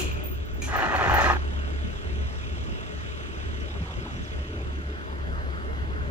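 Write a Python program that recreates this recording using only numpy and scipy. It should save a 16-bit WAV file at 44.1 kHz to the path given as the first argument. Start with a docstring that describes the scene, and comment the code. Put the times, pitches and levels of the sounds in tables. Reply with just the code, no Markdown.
"""A steel pen gate is heard first: its latch clanks, small chain links tink and the chain drags over a tube.
The metal is struck modes that decay exponentially, with shaped noise for rattle, rasp and hiss.
A diesel engine idles nearby: harmonic sines, faint whines and a noise clatter that throbs at the firing rate.
Wind rumbles, thumps and rustles at two microphone ports over a wash of noise; a bird chirps as gliding sines.
The gate sounds stop abruptly at 1.372 s, while the engine and the air go on."""
import sys
import numpy as np
from scipy import signal
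from scipy.fft import rfft, irfft, next_fast_len
from scipy.io import wavfile
from scipy.ndimage import uniform_filter1d

SR = 44100
rng = np.random.default_rng(int(sys.argv[2]) if len(sys.argv) > 2 else 0)


def store_pcm(level_fs):
    """Save levels as 16-bit WAV."""
    pcm = np.round(np.clip(level_fs, -1, 1) * 32767).astype(np.int16)
    wavfile.write(sys.argv[1], SR, np.atleast_2d(pcm).T)


N = 269010


def gain_of(db):
    """Decibel law: a level in dB becomes an amplitude ratio."""
    return 10 ** (np.asarray(db) / 20)


def evened(x):
    """Normalisation: scales a signal to unit rms."""
    return x / np.sqrt(np.mean(x ** 2) + 1e-20)


def read(points, hz):
    """Spectral interpolation: reads a table on a log-frequency axis."""
    f, value = np.transpose(points)
    return np.interp(np.log(hz + 1), np.log(f + 1), value)


def curves(rows):
    """Linear interpolation: the columns of a timed table at every sample."""
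    s, *columns = np.transpose(rows)
    return [np.interp(np.arange(N) / SR, s, c) for c in columns]


def add(mix, s, sound):
    """Superposition: adds a sound to the mix at time s."""
    part = mix[max(round(s * SR), 0):][:len(sound)]
    part += sound[:len(part)]


def wavering(length, size, second_size=1):
    """Random modulation: noise smoothed by one or two moving averages, at unit rms."""
    smooth = uniform_filter1d(rng.standard_normal(length), size)
    return evened(uniform_filter1d(smooth, second_size))


def coloured(x, colour):
    """Minimum-phase filtering: the log gain alone fixes the phase of a causal filter."""
    level_db = np.maximum(read(colour, abs(np.fft.fftfreq(4096, 1 / SR))), -100)
    log_response = np.conj(signal.hilbert(np.log(gain_of(level_db))))
    taps = np.fft.ifft(np.exp(log_response)).real[:2048]
    return signal.oaconvolve(x, taps)[:N]


def ports(x, pair, smear_s):
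    """Partial coherence: two ports with mean x share a phase-shifted part and a scattered part of opposite sign."""
    phase_lead, unlike_db, difference_db = pair
    size = next_fast_len(N + SR)
    padded = np.pad(x, (SR // 2, size - N - SR // 2), "reflect")
    hz, t = np.fft.rfftfreq(size, 1 / SR), np.arange(SR) / SR
    phase = np.interp(hz, *np.transpose(phase_lead))
    ratio = gain_of(read(difference_db, hz)) * np.exp(1j * phase)
    lean = (ratio - 1) / (ratio + 1)
    lean /= np.maximum(abs(lean) / 2.0, 1)  # at most twice the mean
    tail = rng.standard_normal(SR) * np.exp(-t / smear_s)
    scatter = np.exp(1j * np.angle(rfft(tail, size)))
    side = lean + gain_of(read(unlike_db, hz)) * scatter
    both = irfft(rfft(padded) * np.array([1 + side, 1 - side]), size)
    return both[:, SR // 2:][:, :N]


def hiss(colour, patchy_db, size=1024):
    """Short-time synthesis: random spectra under a set envelope, with drifting patches."""
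    frames, hz = 4 * N // size + 5, np.fft.rfftfreq(size, 1 / SR)
    real, imaginary, patches = rng.standard_normal((frames, len(hz), 3)).T
    patches = uniform_filter1d(patches, size=12, axis=0)
    patches = evened(uniform_filter1d(patches, size=12, axis=1))
    envelope = gain_of(read(colour, hz)[:, None] + patchy_db * patches)
    spectra = (real + 1j * imaginary) * envelope
    return evened(signal.istft(spectra, nperseg=size, noverlap=size * 3 // 4)[1][:N])


def ring(modes, size=9000, spread=1, rise_s=0.00065):
    """Modal decay: after one blow each mode dies exponentially; the contact time sets the rise."""
    t = np.arange(size) / SR
    tones = np.zeros(size)
    for hz, db, t60 in modes:
        decay = gain_of(db - 60 * t / np.clip(t60, .02, 3.0))
        tones += decay * np.sin(2 * np.pi * (hz * t + spread * rng.random()))  # random starting phase
    return tones * np.clip(t / rise_s, 0, 1)


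# Pitch of the exhaust hum, twice the firing rate: (time [s], frequency [Hz])
HUM_PITCH = [(0, 69.66), (.7, 70.6), (4.9, 70.82), (5.1, 69.58), (6.1, 69.4)]
# Exhaust hum as it wavers in the wind, before the quick waver: (time [s], level [dB])
HUM_LEVEL = [(0.0, -40), (0.05, -26.5), (0.1, -36), (0.42, -32), (0.47, -53), (0.55, -43), (0.66, -31.5),
             (0.8, -53), (0.85, -65), (0.93, -36), (1.07, -41), (1.17, -28.5), (1.21, -38), (1.26, -27.5),
             (1.83, -29), (1.97, -42), (2.07, -29.5), (2.26, -30), (2.29, -43), (2.43, -33.5), (2.51, -55),
             (2.55, -40), (2.92, -46), (2.95, -35), (3.31, -40), (3.36, -40), (3.41, -31), (3.74, -36),
             (3.77, -30.5), (4.03, -54), (4.06, -55), (4.09, -40.5), (4.37, -37.5), (4.4, -27.5),
             (4.47, -49), (4.52, -36), (4.79, -31), (4.82, -41), (4.88, -29.5), (5.06, -51), (5.1, -34),
             (5.39, -28), (5.64, -37.5), (5.66, -31.5), (6.1, -32.5)]
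# Orders of the exhaust hum: (multiple of the hum [ratio], level [dB])
ORDERS = [(.5, -12), (1, -0.5), (2, -27.5), (3.5, -27.5)]
# Faint engine whines, before the waver: (frequency [Hz], level [dB])
WHINES = [(432, -56.5), (608.3, -63), (1480, -67), (2126, -70.5), (2805, -72)]
# Steady noise of engine and field: (time [s], clatter level [dB], wash level [dB])
BED = [(0, -43.5, -40.5), (.17, -50, -43), (.3, -52, -51), (.6, -51.5, -51.5), (1.36, -46.5, -42),
       (1.4, -49, -45), (2.5, -47.5, -49), (3.5, -48, -47), (4.3, -48.5, -47.5), (4.8, -52.5, -46.5),
       (5.4, -55.5, -43), (6.1, -54.5, -44)]
# Clatter spectrum: (frequency [Hz], density [dB per Hz])
CLATTER = [(88, -16.5), (150, -9.5), (339, -17), (411, -1.5), (462, -49), (561, -11.5), (985, -27),
           (1150, -18), (1760, -21.5), (2810, -13), (3620, -18.5), (4390, -33), (6110, -27.5), (11800, -51),
           (15500, -53)]
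# Phase of the clatter between the ports: (frequency [Hz], left lead [rad])
CLATTER_LEAD = [(0, 0), (500, 2.2), (1500, 3), (2600, 4.8), (3400, 7.7), (5200, 10), (7000, 15.3),
                (15800, 31)]
# Clatter at the ports: the lead, (frequency [Hz], unlike part [dB]), (frequency [Hz], left minus right [dB])
CLATTER_PORTS = (CLATTER_LEAD, [(200, -2), (600, -4), (1500, -2), (3000, 0), (7000, 0), (12000, 0)],
                  [(200, 1), (1200, 6), (2700, -9), (4800, -1), (6600, -7), (8500, 6), (15000, 0)])
WAVER_DB, WAVER_S = 0.8, 0.058  # rms and smoothing time of the hum's quick waver
THROB, THROB_RISE, THROB_FALL = 0.8, 0.04, 0.11  # depth; rise and fall as shares of a firing cycle


def engine():
    """Periodic combustion: exhaust orders and whines as sines, and noise modulated once per firing."""
    hz, t = curves(HUM_PITCH)[0], np.arange(N) / SR
    turns = np.cumsum(hz) / SR
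    size = round(WAVER_S * SR)
    waver = wavering(N, size, size)
    # moving air shifts the phase between the ports
    drift = np.cumsum(uniform_filter1d(rng.standard_normal(N), size=2000)) * 0.0034
    mid = sum(gain_of(db) * np.sin(2 * np.pi * k * turns) for k, db in ORDERS)
    side = sum(gain_of(db) * np.sin(2 * np.pi * (k * turns + drift)) for k, db in ORDERS)
    hum = mid + gain_of(-23.0) * side * [[1], [-1]]
    hum = hum * np.sqrt(2) * gain_of(curves(HUM_LEVEL)[0] + WAVER_DB * waver)
    whine = sum(gain_of(db) * np.sqrt(2) * np.sin(2 * np.pi * (f * t + 5.97 * drift)) for f, db in WHINES)
    whine *= gain_of(4.2 * np.roll(waver, SR))  # the waver, one second later
    pulses = np.exp(-(turns / 2 % 1) / THROB_FALL)
    throb = 1 + THROB * uniform_filter1d(pulses, round(THROB_RISE * 2 * SR / hz[0]) + 1)
    clatter = gain_of(curves(BED)[0]) * evened(throb * hiss(CLATTER, patchy_db=1.5))
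    return hum + ports(clatter + whine, CLATTER_PORTS, 0.02)


# Wind rumble, before the flutter: (time [s], level [dB])
GUSTS = [(0, -32.5), (.2, -34.5), (.46, -39.5), (.78, -33.5), (1.14, -31), (1.4, -39), (1.5, -35.5),
         (1.9, -39), (2.6, -35.5), (3.0, -39.5), (3.6, -39.5), (3.8, -33), (4.18, -36.5), (4.3, -42),
         (4.55, -32), (5.05, -41), (5.25, -34.5), (6.0, -40.5), (6.1, -30)]
# Rumble spectrum: (frequency [Hz], density [dB per Hz])
RUMBLE = [(12, -33), (20, -9), (48, -2), (75, 4), (141, -11.5), (286, -16), (414, -15), (506, -42),
          (600, -18.5), (780, -70), (1320, -120)]
# Wind at the ports: (frequency [Hz], left lead [rad]), (frequency [Hz], unlike part [dB]),
# (frequency [Hz], left minus right [dB])
WIND_PORTS = ([(0, .1), (300, .6)], [(25, -3), (70, 1), (150, 0), (400, -2)], [(20, -1), (300, 1.5)])
FLUTTER_DB, FLUTTER_S = 0.9, 0.045  # rms and smoothing time; the wind comes in lumps


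def wind():
    """Turbulent pressure: low noise in random lumps, partly unlike at the two ports."""
    size = round(FLUTTER_S * SR)
    lumps = wavering(N, size, size)
    rumble = hiss(RUMBLE, patchy_db=3.5, size=2048)
    return ports(gain_of(curves(GUSTS)[0] + FLUTTER_DB * lumps) * rumble, WIND_PORTS, 0.26)


# Field wash spectrum: (frequency [Hz], density [dB per Hz])
WASH = [(88, -61), (150, 10.5), (263, 1.5), (436, 1.5), (618, -3.5), (751, -5), (1450, -7), (2060, -12.5),
        (2410, -27), (4840, -21), (6230, -41.5), (11800, -36), (15500, -67)]
# Phase of the wash between the ports: (frequency [Hz], left lead [rad])
WASH_LEAD = [(0, 0), (350, .7), (860, 2.1), (2200, 3), (3000, 3.7), (15800, 20)]
# Wash at the ports: the lead, (frequency [Hz], unlike part [dB]), (frequency [Hz], left minus right [dB])
WASH_PORTS = (WASH_LEAD, [(200, -58), (1500, 9.5), (3500, -17), (10000, -41)], [(200, 1.5), (900, 4),
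               (2400, -1.5), (5000, -1), (6500, -4), (8500, 3), (15000, -8)])


def field_wash():
    """Diffuse sound: the open field as smooth noise with a slowly changing level."""
    return ports(gain_of(curves(BED)[1]) * hiss(WASH, patchy_db=2.0), WASH_PORTS, 0.093)


# Clanks: (time [s], ring level [dB], rattle level [dB], rattle decay t60 [s])
CLANKS = [(.6185, -36.5, -37, 0.12), (.6365, -39, -40, 0.18), (.6445, -42, -41, 0.13),
          (.6625, -44, -43, 0.24), (.96, -60, -54, .15), (1.207, -40, -46, 0.2), (1.255, -59, -54, 0.14)]
# Latch modes, before the uneven blows: (frequency [Hz], level [dB], decay t60 [s])
LATCH = [(1810, -6, 0.11), (2364, 4.5, 0.06), (2440, -7, .05), (4050, -13, 0.09), (6250, -0.5, 0.1),
         (6380, -7, .07), (6600, -16, 0.1), (6740, -8, .12), (8700, -20, 0.12), (11500, -29, 0.12),
         (12560, -28, .12)]
# Rattle spectrum: (frequency [Hz], density [dB per Hz])
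RATTLE = [(500, -7), (1500, -6), (2100, -13), (2500, 3.5), (3000, -2), (3700, -10), (4200, -7), (4900, -12),
          (6900, -5), (8400, -14.5), (13000, -18.5), (14500, -51)]
# The earlier blow: (ring level [dB], rattle level [dB], rattle decay t60 [s])
CLANG = (-43.5, -33, 0.3)
# Bar modes: (frequency [Hz], level [dB], decay t60 [s])
BARS = [(2400, -5, 1.3), (2460, -6.5, 2), (2554, -6, 2.2), (2630, -9, 2), (2765, -9.5, 1.7),
        (2820, -9, 1.6), (2920, -8, 1.6), (3100, -12, 1.8), (3270, -12.5, 1.6), (3260, -1.5, 0.27),
        (4120, -11, 0.25), (4170, -7, 0.41), (6720, -12, 0.89), (6800, -19, 0.73), (6998, -3, 0.24),
        (7240, -7, 0.3)]
UNEVEN_DB, CLANK_RISE_S = 2.5, 0.002  # each clank strikes the modes unevenly
BUZZ_DB, BUZZ_S = 6, 0.0036  # the loose bars buzz as they ring out
SHAKE_DB, SHAKE_S = 1.5, 0.004  # the rattle is broken into uneven grains


def latch():
    """Impact excitation: bars ring on from an earlier blow; clanks ring the latch and rattle loose parts."""
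    out, t = np.zeros(N), np.arange(15000) / SR
    shake = wavering(N, round(SHAKE_S * SR))
    rattle = evened(coloured(gain_of(SHAKE_DB * shake) * rng.standard_normal(N), RATTLE))
    bar_db, loose_db, loose_t60 = CLANG
    fade = np.hanning(60000)[30000:]
    for mode in BARS:
        buzz = wavering(30000, round(BUZZ_S * SR), 60)
        add(out, 0, fade * gain_of(bar_db + BUZZ_DB * buzz) * ring([mode], size=30000))
    add(out, 0, gain_of(loose_db - 60 * t / loose_t60) * rattle[-len(t):])
    for k, (s, ring_db, rattle_db, t60) in enumerate(CLANKS):
        uneven = UNEVEN_DB * rng.uniform(-1, 1, len(LATCH))
        struck = [(hz, db + u, decay) for (hz, db, decay), u in zip(LATCH, uneven)]
        add(out, s, gain_of(ring_db) * ring(struck, rise_s=CLANK_RISE_S))
        envelope = gain_of(rattle_db - 60 * t / t60) * np.clip(t / 0.0018, 0, 1)
        add(out, s, envelope * rattle[k * len(t):][:len(t)])
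    return out


# Link tinks: (time [s], ring level [dB], tick level [dB])
TINKS = [(0.0014, -52, -60), (0.0214, -61, -76), (0.1161, -58, -70), (0.238, -46, -47), (0.2567, -46, -48),
         (0.2663, -45, -62), (0.297, -48, -66), (0.3133, -50, -56), (0.3434, -62, -60), (0.4519, -63, -74),
         (0.5384, -60, -69), (0.6115, -65, -60), (0.762, -49, -50), (0.9542, -59, -66), (1.0971, -57, -64),
         (1.1398, -42.5, -41), (1.2181, -65, -72), (1.3257, -64, -68)]
# Link modes, before detuning: (frequency [Hz], level [dB])
LINK = [(14950, -14), (15040, -16), (15120, -6), (15200, 7), (15270, 4), (15350, -9), (15450, -18)]
TINK_T60_S, TICK_T60_S, TINK_RISE_S = 0.15, 0.047, 0.0012


def tinks():
    """Beating: close, very high modes of tiny links interfere, with a short noise tick at each onset."""
    out, t = np.zeros(N), np.arange(900) / SR
    tick_band = signal.butter(2, [6500, 13500], "band", fs=SR, output="sos")
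    for s, ring_db, tick_db in TINKS:
        detune = rng.uniform(0.96, 1.003, len(LINK))
        modes = [(hz * d, db, TINK_T60_S) for (hz, db), d in zip(LINK, detune)]
        add(out, s, gain_of(ring_db) * ring(modes, rise_s=TINK_RISE_S))
        tick = signal.sosfilt(tick_band, rng.standard_normal(len(t)))
        add(out, s, gain_of(tick_db - 60 * t / TICK_T60_S) * np.clip(t / TINK_RISE_S, 0, 1) * tick)
    return out


# Chain drag, before fixed trims: (time [s], level [dB], share of the high modes [dB], treble hiss level [dB])
DRAG = [(0.675, -37, -8, -52), (0.689, -37.5, -4, -57), (0.733, -29, -6, -51), (0.767, -25, -4, -49),
        (0.859, -23.5, -7.5, -49), (0.889, -29.5, -2.5, -52.5), (0.953, -22, -12, -52),
        (0.965, -22, 0, -43), (0.971, -26, -7, -49), (1.019, -21.5, -10, -50), (1.201, -22, -2, -43.5),
        (1.213, -20.5, -3.5, -39.5), (1.327, -19.5, -8, -46.5), (1.343, -27.5, -11, -57),
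        (1.37, -28.5, -9, -62)]
# Links that catch hard: (time [s], peak before weighting [dB], pitch of the modes struck hardest [Hz])
JOLTS = [(0.684, -19.5, 590), (0.699, -27, 1630), (0.717, -25, 947), (0.727, -15, 1610), (0.735, -22, 1260),
         (0.753, -13, 1250), (0.788, -20, 754), (0.823, -12, 1660), (0.841, -20, 821), (0.892, -30, 845),
         (0.903, -29, 875), (0.914, -19, 830), (0.941, -14, 830), (0.984, -18, 874), (0.993, -19, 891),
         (1.011, -20, 762), (1.041, -15, 1230), (1.096, -5.5, 890), (1.112, -5, 796), (1.138, -2.5, 780),
         (1.165, -15, 996), (1.182, 2, 778), (1.195, -5, 830), (1.264, -5, 1100), (1.3, -4.5, 1080)]
# Tube modes, relative within the low and high groups: (frequency [Hz], level [dB])
TUBE = [(377, 0), (440, -3), (562, 3.5), (643, 3), (758, 4), (816, 3), (868, 6), (956, 1), (981, -3),
        (1011, 2), (1085, 5.5), (1160, 3), (1247, 8.5), (1331, -8), (1484, -0.5), (1540, -15), (1614, 4.5),
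        (1776, 6), (1869, 5.5), (1925, -9), (1976, 2), (2450, -3.5), (2910, -1.5), (3150, -5), (4110, -7.5),
        (4250, -7.5), (6200, -22), (6800, -10)]
# Rasp of the slipping links: (frequency [Hz], density [dB per Hz])
RASP = [(150, -35.5), (250, -7.5), (375, -1.5), (443, -8), (760, 3), (1060, -3.5), (1180, -6.5),
        (1280, 1.5), (1820, -2), (2160, -13), (2430, -7), (3150, -18.5), (4610, -34), (6900, -35),
        (8310, -53), (14000, -51)]
# Treble hiss of the drag: (frequency [Hz], density [dB per Hz])
SCRAPE = [(2500, -32), (3600, 4), (4200, -4), (5000, 0), (6200, 0.5), (7000, -4), (8000, -14), (13000, -21)]
GATE_END_S = 1.372
LINKS_PER_S, SLOWING_PER_S2 = 125, 95  # the chain starts quick and slows steadily
TUBE_T60_S, DAMPED_HZ = 0.13, 4000  # low-mode decay; modes above this pitch die faster
LINK_CREST_DB = 7.5  # peak of an ordinary link over the drag level
AIM_DB_PER_OCTAVE = 24  # a jolt's strength falls away from its pitch
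JOLT_KNOCK, JOLT_RING = 0.75, 1.62  # most that a jolt adds to the knock; its weight on the ring
KNOCK_DB = -13.5  # dry knock of each link, before the drag level


def drag():
    """Stick-slip excitation: links bump, slip and catch on the tube; they knock, rasp and strike its modes."""
    t = np.arange(N) / SR
    start_s = DRAG[0][0]
    since = np.clip(t - start_s, 0, GATE_END_S - start_s)
    level_db, bright_db, hiss_db = curves(DRAG)
    per_s = LINKS_PER_S - SLOWING_PER_S2 * since
    irregular = 1 + 2.5 * uniform_filter1d(rng.standard_normal(N), size=400)
    links = np.cumsum(per_s * irregular) / SR
    bump = np.diff(np.floor(links), prepend=0) > 0
    slip_db = 3 * np.minimum(rng.exponential(1, N), 3.5) - 19
    slips = (rng.random(N) < 1500 / SR) * gain_of(slip_db)  # about 1500 a second
    blows = bump * gain_of(1.7 * rng.uniform(-3.5, 0, N)) + slips
    s, peak_db, aim_hz = np.transpose(JOLTS)
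    at = np.round(s * SR).astype(int)
    jolt = gain_of(peak_db - level_db[at] - LINK_CREST_DB)
    blows[at] = np.minimum(jolt, JOLT_KNOCK)

    low, high = np.zeros((2, N))
    for hz, db in TUBE:
        force = blows * (1 + 1.45 * rng.uniform(-1.36, 1, N))  # uneven from mode to mode
        aim = gain_of(-AIM_DB_PER_OCTAVE * abs(np.log2(hz / aim_hz)))
        force[at] = JOLT_RING * jolt * rng.choice([-1, 1], len(at)) * aim
        t60 = TUBE_T60_S / (1 + (hz / DAMPED_HZ) ** 2)
        struck = signal.oaconvolve(force, ring([(hz, db, t60)], spread=0, rise_s=0.0009))[:N]
        add(high if hz > 1300 else low, 0, struck)
    share = np.clip(gain_of(bright_db), 0, .95)
    tube = share * evened(high) + np.sqrt(1 - share ** 2) * evened(low)

    # each blow throws a noise burst that decays over some 90 samples in power
    power = signal.lfilter([1], [1, -np.exp(-1 / 90)], blows ** 2)
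    spray = power ** .5 * rng.standard_normal(N)
    rasp = evened(coloured(spray, RASP))
    knock = evened(coloured(blows, RASP))
    contact = gain_of(-8.0) * tube + gain_of(-9.5) * rasp + gain_of(KNOCK_DB) * knock
    scrape = evened(coloured(spray + 1.7 * rng.standard_normal(N), SCRAPE))
    return (t > start_s) * (gain_of(hiss_db - 2.5) * scrape + gain_of(level_db + 1.5) * contact)


# Soft thumps on the housing: (time [s], starting level before the rise [dB], decay t60 [s], upper band edge [Hz])
THUMPS = [(1.842, -29, 0.17, 236), (2.128, -32, 0.15, 171), (2.684, -33, 0.042, 880),
          (3.763, -33, 0.082, 240), (3.803, -27, 0.2, 190), (3.96, -38, 0.75, 297), (4.16, -31, 0.21, 265),
          (4.779, -39.5, 0.31, 246)]
THUMP_SIDE_DB = 2  # the part that differs between the ports


def thumps():
    """Pressure pulses: wind on the housing as decaying bursts of low noise, partly opposite at the ports."""
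    t = np.arange(12000) / SR
    mid, side = np.zeros((2, N))
    for s, db, t60, hz in THUMPS:
        band = signal.butter(3, [70, max(hz, 120)], "band", fs=SR, output="sos")
        envelope = gain_of(db - 60 * t / t60) * np.clip(t / 0.0053, 0, 1)
        puffs = evened(signal.sosfilt(band, rng.standard_normal((2, len(t)))))
        add(mid, s, envelope * puffs[0])
        add(side, s, envelope * puffs[1])
    return mid + gain_of(THUMP_SIDE_DB) * side * [[1], [-1]]


# Soft rustles in the gust: (time [s], length [s], level [dB])
RUSTLES = [(3.68, 0.15, -48.5), (3.791, .18, -44), (3.981, 0.18, -49)]
# Rustle spectrum: (frequency [Hz], density [dB per Hz])
RUSTLE = [(150, -31), (550, 3), (900, 3), (1500, -5), (1900, -30), (3200, -90)]
GRAIN_DB, GRAIN_S = 1.5, .005  # rms and smoothing time of the roughness


def rustles():
    """Amplitude modulation: rough noise swells and fades, alike at both ports."""
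    out = np.zeros(N)
    grain = wavering(N, round(GRAIN_S * SR))
    rough = evened(gain_of(GRAIN_DB * grain) * hiss(RUSTLE, patchy_db=3.0, size=256))
    for s, length_s, db in RUSTLES:
        size = round(length_s * SR)
        add(out, s, gain_of(db) * np.hanning(size) * rough[round(s * SR):][:size])
    return out


# Bird notes: (time [s], length [s], start frequency [Hz], end frequency [Hz], level midway between ports [dB])
CHIRPS = [(3.598, .022, 6600, 4800, -57), (3.688, .014, 4700, 5500, -58), (3.71, .01, 4970, 6170, -57),
          (3.813, .012, 5410, 5400, -57), (3.912, 0.01604, 5330, 5560, -56), (3.954, .009, 6580, 5200, -54),
          (4.002, .03, 5850, 4700, -60), (4.119, 0.0082, 5380, 5080, -56), (4.133, .01, 5640, 5600, -54),
          (4.156, 0.02, 5604, 5950, -56), (4.17, .02, 6040, 6800, -61), (4.226, 0.044, 7350, 4180, -52),
          (4.272, 0.033, 5400, 5110, -59)]


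def bird():
    """Frequency modulation: short sines glide linearly in pitch, stronger at the right."""
    out = np.zeros(N)
    for s, length_s, start_hz, end_hz, db in CHIRPS:
        hz = np.linspace(start_hz, end_hz, round(length_s * SR))
        tone = np.sin(2 * np.pi * np.cumsum(hz) / SR)
        add(out, s, gain_of(db) * np.sqrt(np.hanning(len(hz))) * tone)
    return out * gain_of([[-2.5], [2.5]])


# Phase of the gate between the ports: (frequency [Hz], left lead [rad])
GATE_LEAD = [(0, 0), (430, 1.2), (700, -.2), (1300, -.4), (1600, -1.6), (2200, -1), (13000, 0),
             (15800, -.3)]
# Gate at the ports: the lead, (frequency [Hz], unlike part [dB]), (frequency [Hz], left minus right [dB])
GATE_PORTS = (GATE_LEAD, [(250, -4), (750, -10), (1300, -5.5), (3000, -2.5), (10000, 0.5), (15000, -6)],
               [(200, -3), (600, 3.5), (1000, -1), (1800, -3), (2400, 2), (6500, -3), (8000, -2),
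               (15000, -3)])


def scene():
    """Superposition: all sources sum, and the gate sounds stop abruptly."""
    before_end = np.clip((GATE_END_S - np.arange(N) / SR) / 0.00069, 0, 1)
    gate = ports(latch() + tinks() + drag(), GATE_PORTS, 0.011)
    return engine() + wind() + field_wash() + gate * before_end + thumps() + rustles() + bird()


# Spells in which the bass is near mono: (from [s], to [s])
NARROW = [(3.68, 3.73), (3.78, 3.95), (4.0, 4.1), (4.155, 4.19), (4.27, 4.31), (4.39, 4.65), (4.72, 4.76),
          (4.81, 4.95)]
NARROW_DB, NARROW_HZ, NARROW_FADE_S = -17, 830, 0.028
EDGE_HZ = 15800


def record(dry):
    """Linear filtering: near-mono bass in short spells, then a low cut at 28 Hz and a treble band limit."""
    t, side = np.arange(N) / SR, (dry[0] - dry[1]) / 2
    bass = signal.sosfiltfilt(signal.butter(2, NARROW_HZ, fs=SR, output="sos"), side)
    inside = np.any([(t > a) & (t < b) for a, b in NARROW], axis=0)
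    spell = uniform_filter1d(inside * 1., round(NARROW_FADE_S * SR))
    narrowed = dry - (1 - gain_of(NARROW_DB * spell)) * bass * [[1], [-1]]
    thinned = signal.sosfilt(signal.butter(2, 28, "high", fs=SR, output="sos"), narrowed)
    padded = np.pad(thinned, [(0, 0), (255, 255)], "reflect", reflect_type="odd")
    taps = signal.firwin(511, EDGE_HZ, window=("kaiser", 9), fs=SR)
    return signal.oaconvolve(padded, taps[None], "valid", axes=1)


dry = scene()
out = record(dry)
store_pcm(out)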